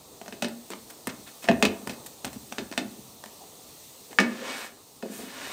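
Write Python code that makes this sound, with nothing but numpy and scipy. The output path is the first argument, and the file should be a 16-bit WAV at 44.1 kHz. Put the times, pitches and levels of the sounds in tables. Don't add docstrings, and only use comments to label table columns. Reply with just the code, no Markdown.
import sys
import numpy as np
from scipy import signal
from scipy.fft import rfft, irfft, next_fast_len
from scipy.io import wavfile
from scipy.ndimage import uniform_filter1d, map_coordinates

SR = 44100
rng = np.random.default_rng(int(sys.argv[2]) if len(sys.argv) > 2 else 0)


def inscribe(sig):
    pcm = np.round(np.clip(np.atleast_2d(sig).T, -1, 1) * 32767)
    wavfile.write(sys.argv[1], SR, pcm.astype(np.int16))


def natural_amplitude(level_db):
    exponent = np.asarray(level_db, float) / 20
    return 10 ** exponent


N = 243431


def unit(x):
    return x / np.sqrt(np.mean(x ** 2) + 1e-20)


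def along(points, hz):
    f, v = np.transpose(points)
    return np.interp(np.log(hz + 1), np.log(f + 1), v)


def curves(rows):
    s, *columns = np.transpose(rows)
    return [np.interp(np.arange(N) / SR, s, column) for column in columns]


def wobble(rate):
    knots = rng.standard_normal(int(N * rate / SR) + 4)
    return map_coordinates(knots, [np.arange(N) * rate / SR])


def coloured(x, spectrum):
    m = 2 * next_fast_len(x.shape[-1] // 2 + 4096)
    gain = natural_amplitude(along(spectrum, np.fft.rfftfreq(m, 1 / SR)))
    cepstrum = irfft(np.log(gain + 1e-6), m)
    cepstrum[1:m // 2] *= 2
    cepstrum[m // 2 + 1:] = 0
    return irfft(rfft(x, m) * np.exp(rfft(cepstrum)), m)[..., :x.shape[-1]]


def rush(spectrum, patchy_db):
    z = signal.stft(rng.standard_normal(N), nperseg=512)[2]
    field = uniform_filter1d(rng.standard_normal(z.shape), 5, 0)
    field = uniform_filter1d(field, 10, 1)
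    patchy = signal.istft(z * natural_amplitude(patchy_db * unit(field)), nperseg=512)[1][:N]
    return unit(coloured(patchy, spectrum))


def grit(spread_db):
    size_db = spread_db * rng.standard_normal(N // 16 + 1).repeat(16)[:N]
    return unit(rng.standard_normal(N) * natural_amplitude(size_db))


# (time [s], level [dB])
BURNER_LEVEL = [(0, -52.5), (.4, -52), (1.4, -50), (2.7, -50), (3.4, -50), (4.17, -51), (4.75, -54.5),
                (5.05, -53.5), (5.52, -47.5)]
# (frequency [Hz], gain [dB])
ROAR_SPECTRUM = [(15, -36), (25, -11), (76, -8.5), (140, -5.5), (179, -7), (332, -3), (357, -11.5),
                 (393, -2), (560, -7), (800, -8), (1280, -14), (2200, -48.5), (2860, -37), (4840, -120)]
# (frequency [Hz], gain [dB])
HISS_SPECTRUM = [(1060, -39.5), (1800, -7.5), (2310, -9), (2490, -6), (3130, -5.5), (3590, -1.5), (4240, 0),
                 (5150, -3.5), (6360, 0), (7440, -2.5), (8630, 1.5), (9640, -7), (14500, -4.5),
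                 (15100, 0.5), (16300, -28.5)]
ROAR_DB = -3


def burner():
    level_db, = curves(BURNER_LEVEL)
    roar_db = level_db + ROAR_DB + .6 * wobble(7) + .8 * wobble(2)
    roar = natural_amplitude(roar_db) * rush(ROAR_SPECTRUM, patchy_db=1.3)
    hiss_db = level_db + 0.44 * wobble(5.38)
    return roar + natural_amplitude(hiss_db) * rush(HISS_SPECTRUM, patchy_db=1.0)


def ring(modes, t, weight_db, damping, attack, pressed_db=-40):
    hz, db, t60 = np.transpose(modes)[:, :, None]
    strength, phase = rng.standard_normal((2, len(modes), 1))
    size = natural_amplitude(db + weight_db(hz) + 2 * strength)
    fall_db = -60 * t / (t60 * np.clip(damping, .05, 1.5))
    decay = (natural_amplitude(fall_db) + natural_amplitude(pressed_db + 4 * fall_db)) / (1 + natural_amplitude(pressed_db))
    tones = size * decay * np.sin(2 * np.pi * hz * t + .3 * phase)
    return tones.sum(0) / np.linalg.norm(size) * (1 - np.exp(-t / attack))


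def chatter(x, t, level_db, t60):
    blows = natural_amplitude(level_db - 60 * t / t60) * rng.standard_normal(len(t))
    blows[0] = 1
    return signal.fftconvolve(x, blows / np.linalg.norm(blows))[:len(t)]


# (frequency [Hz], gain [dB])
SMALL_RADIATOR = [(40, -35), (120, -33), (190, 0)]


def radiated(x):
    return coloured(x, SMALL_RADIATOR)


# (time [s], level [dB], centre [Hz], share of free ringing time [0-1])
FLOOR_BUMPS = [(0.214, -19, 600, 0.09), (0.26, -28, 640, 0.13), (0.282, -28, 252, 0.13),
               (0.324, -31, 302, 0.7), (0.423, -22, 227, 0.75), (0.445, -19, 270, 0.47),
               (0.462, -25, 233, 0.54), (0.703, -24, 357, 0.42), (0.734, -32.5, 242, 0.72),
               (1.074, -13, 368, 0.12), (1.101, -32.5, 207, 0.28), (1.442, -34.5, 253, 0.6),
               (1.469, -26, 589, 0.32), (1.486, -5.5, 614, 0.52), (1.496, -9, 242, 0.63),
               (1.513, -10, 234, 0.23), (1.627, -9.5, 328, 0.67), (1.65, -9.5, 212, 0.14),
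               (1.692, -19, 405, 0.43), (1.826, -34, 248, 0.5), (1.871, -19.5, 307, 0.16),
               (1.893, -26.5, 274, 0.6), (2.244, -21.5, 418, 0.17), (2.267, -25.5, 256, 0.27),
               (2.36, -24, 233, 0.18), (2.52, -28.5, 302, 0.3), (2.582, -22, 320, 0.55),
               (2.619, -23.5, 284, 0.19), (2.714, -17, 250, 0.06), (2.777, -20, 250, 0.74),
               (2.813, -20, 220, 0.67), (2.842, -33, 220, 0.1), (2.988, -29.5, 234, 0.15),
               (3.26, -31.5, 330, 0.13), (4.106, -37, 383, 0.4), (4.191, -9.5, 330, 0.32),
               (4.202, -13, 206, 1), (5.029, -20, 420, 0.44), (5.057, -16.5, 330, 0.12),
               (5.098, -23.5, 235, 0.3), (5.113, -31.5, 255, 0.95), (5.189, -28.5, 458, 0.49),
               (5.233, -27.5, 243, 0.5), (5.274, -29.5, 232, 0.38)]
# (frequency [Hz], level [dB], free t60 [s])
FLOOR_MODES = [(214, -6, .55), (237, 0, .32), (258, -4, .3), (302, -7, .3), (356, -4, .3), (399, -6, .3),
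               (425, -5, .3), (538, -6, .35), (570, -7, .2), (628, -5, .2), (672, -2, .27), (760, -11, .2),
               (870, -9, .2)]
NARROW_DB, NARROW_SHRINKS = 11, .45


def bumps():
    out, t = np.zeros(N + SR), np.arange(SR // 2) / SR
    for s, db, centre_hz, free in FLOOR_BUMPS:
        narrow_db = NARROW_DB * (250 / centre_hz) ** NARROW_SHRINKS
        near = lambda hz: -narrow_db * np.abs(np.log2(hz / centre_hz))
        boom = ring(FLOOR_MODES, t, near, free, attack=.0025, pressed_db=-3)
        out[round(s * SR):][:len(t)] += natural_amplitude(db) * chatter(boom, t, level_db=-38, t60=.05)
    return radiated(out[:N])


# (frequency [Hz], level when tapped from above [dB],
# level when knocked on the grate [dB], free t60 [s])
WALL_MODES = [(970, -8, -14, .2), (1065, -8, -12, .2), (1219, -9, -4, .24), (1450, -8, -11, .1),
              (1633, -18, -18, .25), (1717, -12, -8, .16), (1772, -2, 0, .16), (1848, -10, -5, .22),
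              (1995, -13, -10, .2), (2110, -14, -16, .5), (2246, -13, 3, .24), (2396, -12, -13, .2),
              (2537, -4, -7, .27), (2669, -6, -8, .13), (2945, -5, -4, .15), (3289, -9, -13, .2),
              (3610, -6, -12, .24), (3730, -10, -12, .18), (4065, -11, -15, .2), (4420, -14, -12, .2),
              (4660, -12, -18, .18), (4920, -14, -20, .18), (5570, -16, -18, .16)]


def pan_modes(knocked):
    return [(hz, tap_db + knocked * (knock_db - tap_db), t60) for hz, tap_db, knock_db, t60 in WALL_MODES]


# (time [s], level [dB],
# clang re snap [dB], clang centre [Hz], tick re snap [dB])
BLADE_CONTACTS = [(0.2148, -34, -2.5, 1510, -20), (0.2604, -38, -1, 1550, -17),
                  (0.2804, -29, -6, 1610, -22), (0.325, -34, 4.5, 2480, -22),
                  (0.4229, -18, -2.5, 2770, -15), (0.4453, -22, 1, 2640, -17), (0.4838, -34, 2.5, 2100, -6),
                  (0.7036, -29, -1, 1080, -7), (0.7348, -27, 2, 1120, -26), (1.0717, -23.5, 7, 1090, -4),
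                  (1.0779, -30.5, 10.5, 1040, -20), (1.0982, -30, -2, 1000, -24),
                  (1.4417, -29, -15, 1870, -17), (1.4783, -30, -1, 1390, -19), (1.487, -13, 9, 2150, -39),
                  (1.5138, -27, 14, 1060, -27), (1.6027, -42, -2, 1430, -4),
                  (1.6255, -6.5, -0.5, 2650, -22), (1.6518, -12.5, 2.5, 2440, -17),
                  (1.8735, -22.5, 0, 990, -15), (1.8952, -25, -12, 2630, -17), (1.934, -35, -15, 2640, -9),
                  (2.2463, -18.5, -23, 1000, -19), (2.2515, -23.5, -22, 1530, -7.5),
                  (2.2666, -30.5, -4, 1250, -18), (2.3304, -34.5, -16, 2340, -5.5),
                  (2.3413, -44, -14, 2030, -5), (2.5241, -21.5, -17, 1090, -20),
                  (2.5834, -20.5, 2, 2590, -26.5), (2.7145, -29, -5, 1500, -18),
                  (2.725, -28, -2, 1740, -27), (2.7369, -37, 10, 1110, -16),
                  (2.7768, -15.5, 0.5, 2620, -16.5), (3.239, -31, 6.5, 990, -11),
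                  (3.2597, -35, -1, 1010, -13), (4.13, -38.5, 8, 1380, -11), (4.187, -13, 11.5, 1640, -30),
                  (4.2011, -15, 0, 1810, -17), (5.0255, -33.5, 0.5, 1830, -24)]
# (frequency [Hz], gain [dB])
SNAP_SPECTRUM = [(350, -29.5), (600, 5.5), (1200, -7.5), (2160, -5.5), (2710, -8), (5420, -8.5),
                 (8280, -16), (10000, -30), (13000, -44), (22000, -120)]
# (frequency [Hz], gain [dB])
TICK_SPECTRUM = [(5000, -27), (8500, 8.5), (10000, -4.5), (15500, -3), (16500, -32)]
# (frequency [Hz], level [dB], t60 before damping [s])
BLADE_MODES = [(1500, -1, 0.024), (2620, 0.5, 0.024), (2950, -18, 0.037), (3000, -15, 0.064),
               (4150, -5, 0.061), (4720, -7, 0.053)]
FREE_AT_1K, FREE_GROWS, FREE_JERKED, JERK_S = 0.21, 0.93, 0.7, 4.15
HEAVY_DAMPS = 0.31


def contacts():
    out, t = np.zeros(N + SR), np.arange(SR // 2) / SR
    noise = rng.standard_normal((len(BLADE_CONTACTS), 2, len(t)))
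    rows = np.array(BLADE_CONTACTS)
    times, clangs_db, centres_hz = rows[:, :1], rows[:, 2:3], rows[:, 3:4]
    heavy = natural_amplitude(-HEAVY_DAMPS * np.clip(clangs_db, 0, 20))
    frees_pressed = FREE_AT_1K * (centres_hz / 1000) ** FREE_GROWS * heavy
    frees = np.where(times > JERK_S, FREE_JERKED, frees_pressed)
    tail = natural_amplitude(-7.5 - 60 * t / (0.22 * np.clip(frees, .05, 1.5)))
    snaps = coloured(noise[:, 0] * (natural_amplitude(-60 * t / 0.0084) + tail), SNAP_SPECTRUM)
    tick_decay = natural_amplitude(-60 * t / .006) + tail * natural_amplitude(-60 * t / 0.2)
    ticks = coloured(noise[:, 1] * tick_decay, TICK_SPECTRUM)
    for row, (free,), snap, tick in zip(BLADE_CONTACTS, frees, snaps, ticks):
        s, db, clang_db, centre_hz, tick_db = row
        knocked = np.clip(clang_db / 12, 0, 1) * (s > JERK_S)
        near = lambda hz: -7 * np.abs(np.log2(hz / centre_hz))
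        clang = ring(pan_modes(knocked), t, near, free, attack=.0002, pressed_db=13)
        clack = ring(BLADE_MODES, t, near, 2 * free, attack=0.001)
        hit = natural_amplitude(0.5) * snap / np.abs(snap).max()
        hit = hit + natural_amplitude(tick_db + 7.0) * tick / np.abs(tick).max()
        hit = hit + natural_amplitude(-5.0) * clack
        hit = hit + natural_amplitude(clang_db - 1.5) * chatter(clang, t, level_db=-34, t60=.04)
        out[round(s * SR):][:len(t)] += natural_amplitude(db) * hit
    return out[:N]


# (time [s], level before a 5 dB lift [dB], frequency [Hz])
HOB_THUMPS = [(0.422, -44, 133), (1.071, -42, 136), (1.482, -31, 138), (1.529, -41, 91.5),
              (1.654, -38.5, 91.5), (1.871, -42.5, 132), (2.244, -40, 129), (2.355, -41.5, 124),
              (2.585, -50, 136), (2.614, -50, 103), (2.777, -46, 135), (2.843, -52, 121),
              (2.987, -47.5, 135)]


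def thumps():
    out, t = np.zeros(N + SR), np.arange(SR // 2) / SR
    for s, db, hz in HOB_THUMPS:
        swell = (1 - np.exp(-t / 0.0037)) ** 2 * natural_amplitude(db + 5.0 - 60 * t / .18)
        undertone = natural_amplitude(-8.5) * np.sin(2 * np.pi * 0.59 * hz * t)
        out[round(s * SR):][:len(t)] += swell * (np.sin(2 * np.pi * hz * t) + undertone)
    return out[:N]


def bell(s, length):
    progress = np.clip((np.arange(N) / SR - s) / max(length, .005), 0, 1)
    return np.sin(np.pi * progress ** 0.57) ** 2


# (time [s], level [dB], fizz re scrape [dB], length [s])
SOFT_BRUSHES = [(0.7095, -29.5, -11, 0.033), (0.8965, -38, 3.5, 0.028), (1.084, -26.5, -21, 0.039),
                (1.261, -36.5, -11, 0.054), (1.4223, -32.5, -3.5, 0.029), (1.443, -31, -10, 0.038),
                (1.9, -33, -6, 0.03), (2.059, -33, 3.5, 0.02), (2.27, -33.5, -14, 0.022),
                (2.353, -41.5, -13, 0.023), (4.107, -38, -9, 0.026), (5.092, -53, 17.5, 0.25)]
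# (start [s], speeding up [s], slowing [s], level [dB])
BREAD_SLIDES = [(4.198, 0.31, 0.15, -36), (5.049, 0.39, 0.42, -39)]
SLIDE_RISE_DB, SLIDE_SAG_DB, HALT_DB_PER_S = 19, 5, 329.5
CRUMB_DB, CRUMB_LAG_S, CRUMB_GROWS = -12, 0.092, 0.95


def strokes():
    out, t = np.zeros((2, N)), np.arange(N) / SR
    for s, rise, slow, db in BREAD_SLIDES:
        stop = s + rise + slow
        knots = [s, s + rise, stop, stop + 1]
        gains_db = [-SLIDE_RISE_DB, 0, -SLIDE_SAG_DB, -HALT_DB_PER_S]
        scrape_db = np.interp(t, knots, gains_db)
        halt_db = -HALT_DB_PER_S * np.clip(t - stop, 0, 1)
        fizz_db = CRUMB_DB + CRUMB_GROWS * np.interp(t - CRUMB_LAG_S, knots, gains_db) + halt_db
        out += (t > s) * natural_amplitude(db + np.array([scrape_db, fizz_db]))
    for s, db, fizz_db, length in SOFT_BRUSHES:
        out += bell(s, length) * natural_amplitude(db - 11.5 + np.array([[0], [fizz_db]]))
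    return out


# (frequency [Hz], decay rate [13 dB/s], level [dB])
JUDDER_MODES = [(433, 22, -4), (490, 40, 3), (529, 40, 0)]
SHAKE_S, SHAKE_DB, SHAKE_RISE_DB, SHAKE_FALL_DB = 4.43, -36, 72, 120.5


def judder():
    t = np.arange(SR // 4) / SR
    floor = sum(natural_amplitude(db - 13 * rate * t) * np.sin(2 * np.pi * hz * t) for hz, rate, db in JUDDER_MODES)
    catches = grit(spread_db=4.5) * natural_amplitude(6.1 * wobble(35))
    shaking = unit(signal.fftconvolve(catches, floor)[:N])
    late = np.arange(N) / SR - SHAKE_S
    shake_db = SHAKE_DB + np.minimum(SHAKE_RISE_DB * late, -SHAKE_FALL_DB * late)
    return natural_amplitude(shake_db) * radiated(shaking)


# (frequency [Hz], gain [dB])
SCRAPE_SPECTRUM = [(88, -72.5), (150, -26), (259, 2.5), (298, -11), (692, -7.5), (916, -12.5), (1110, -8),
                   (3030, -10.5), (7420, -20), (8690, -18.5), (10000, -42.5), (13000, -59.5), (22000, -120)]
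# (frequency [Hz], gain [dB])
FIZZ_SPECTRUM = [(4000, -9), (7000, -3.5), (9000, -1), (10500, -8.5), (12500, -4.5), (15700, -10.5),
                 (16000, -59)]


def slide():
    catches = grit(spread_db=3) * natural_amplitude(.7 * wobble(40))
    t = np.arange(SR // 4) / SR
    body = ring(pan_modes(.5), t, lambda hz: 0, damping=.35, attack=.0005)
    scrape = unit(coloured(catches, SCRAPE_SPECTRUM))
    scrape = scrape + natural_amplitude(-9) * unit(signal.fftconvolve(catches, body)[:N])
    fizz = natural_amplitude(1.5) * unit(coloured(grit(spread_db=2.0), FIZZ_SPECTRUM))
    scrape_gain, fizz_gain = strokes()
    return scrape_gain * scrape + fizz_gain * fizz + judder()


# (frequency [Hz], gain [dB])
RUB_SPECTRUM = [(300, -28), (600, 0), (750, -4), (950, -7), (1500, -32)]
RUB_S, RUB_LENGTH_S, RUB_DB = 3.39, 0.14, -50


def rub():
    return natural_amplitude(RUB_DB) * bell(RUB_S, RUB_LENGTH_S) * rush(RUB_SPECTRUM, patchy_db=3.0)


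# (frequency [Hz], t60 [s])
KITCHEN_DECAY = [(150, 0.48), (1000, 0.43), (4000, 0.24), (12000, 0.098)]


def kitchen(x):
    out, step = np.zeros(N + 2 * SR), SR // 4
    for i in range(0, N, step):
        hz, t, z = signal.stft(rng.standard_normal(SR // 2), SR, nperseg=256)
        decay = natural_amplitude(-60 * t / along(KITCHEN_DECAY, hz)[:, None])
        tail = signal.istft(z * decay, SR, nperseg=256)[1]
        wet = signal.fftconvolve(x[i:i + step], tail / np.linalg.norm(tail))
        out[i + 130:][:len(wet)] += wet
    return out[:N]


def scene():
    pan = contacts() + bumps() + thumps() + slide() + rub()
    return (pan + natural_amplitude(-11) * kitchen(pan) + burner())[None]


# (frequency [Hz], gain [dB])
MIC_RESPONSE = [(15, -26.5), (40, -7), (80, -0.5)]


def microphone(x):
    return coloured(x, MIC_RESPONSE)


def roll_off(x):
    return signal.sosfilt(signal.butter(12, 17000, fs=SR, output="sos"), x)


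def record(dry):
    mix = microphone(dry)
    return roll_off(mix)


dry = scene()
out = record(dry)
inscribe(out)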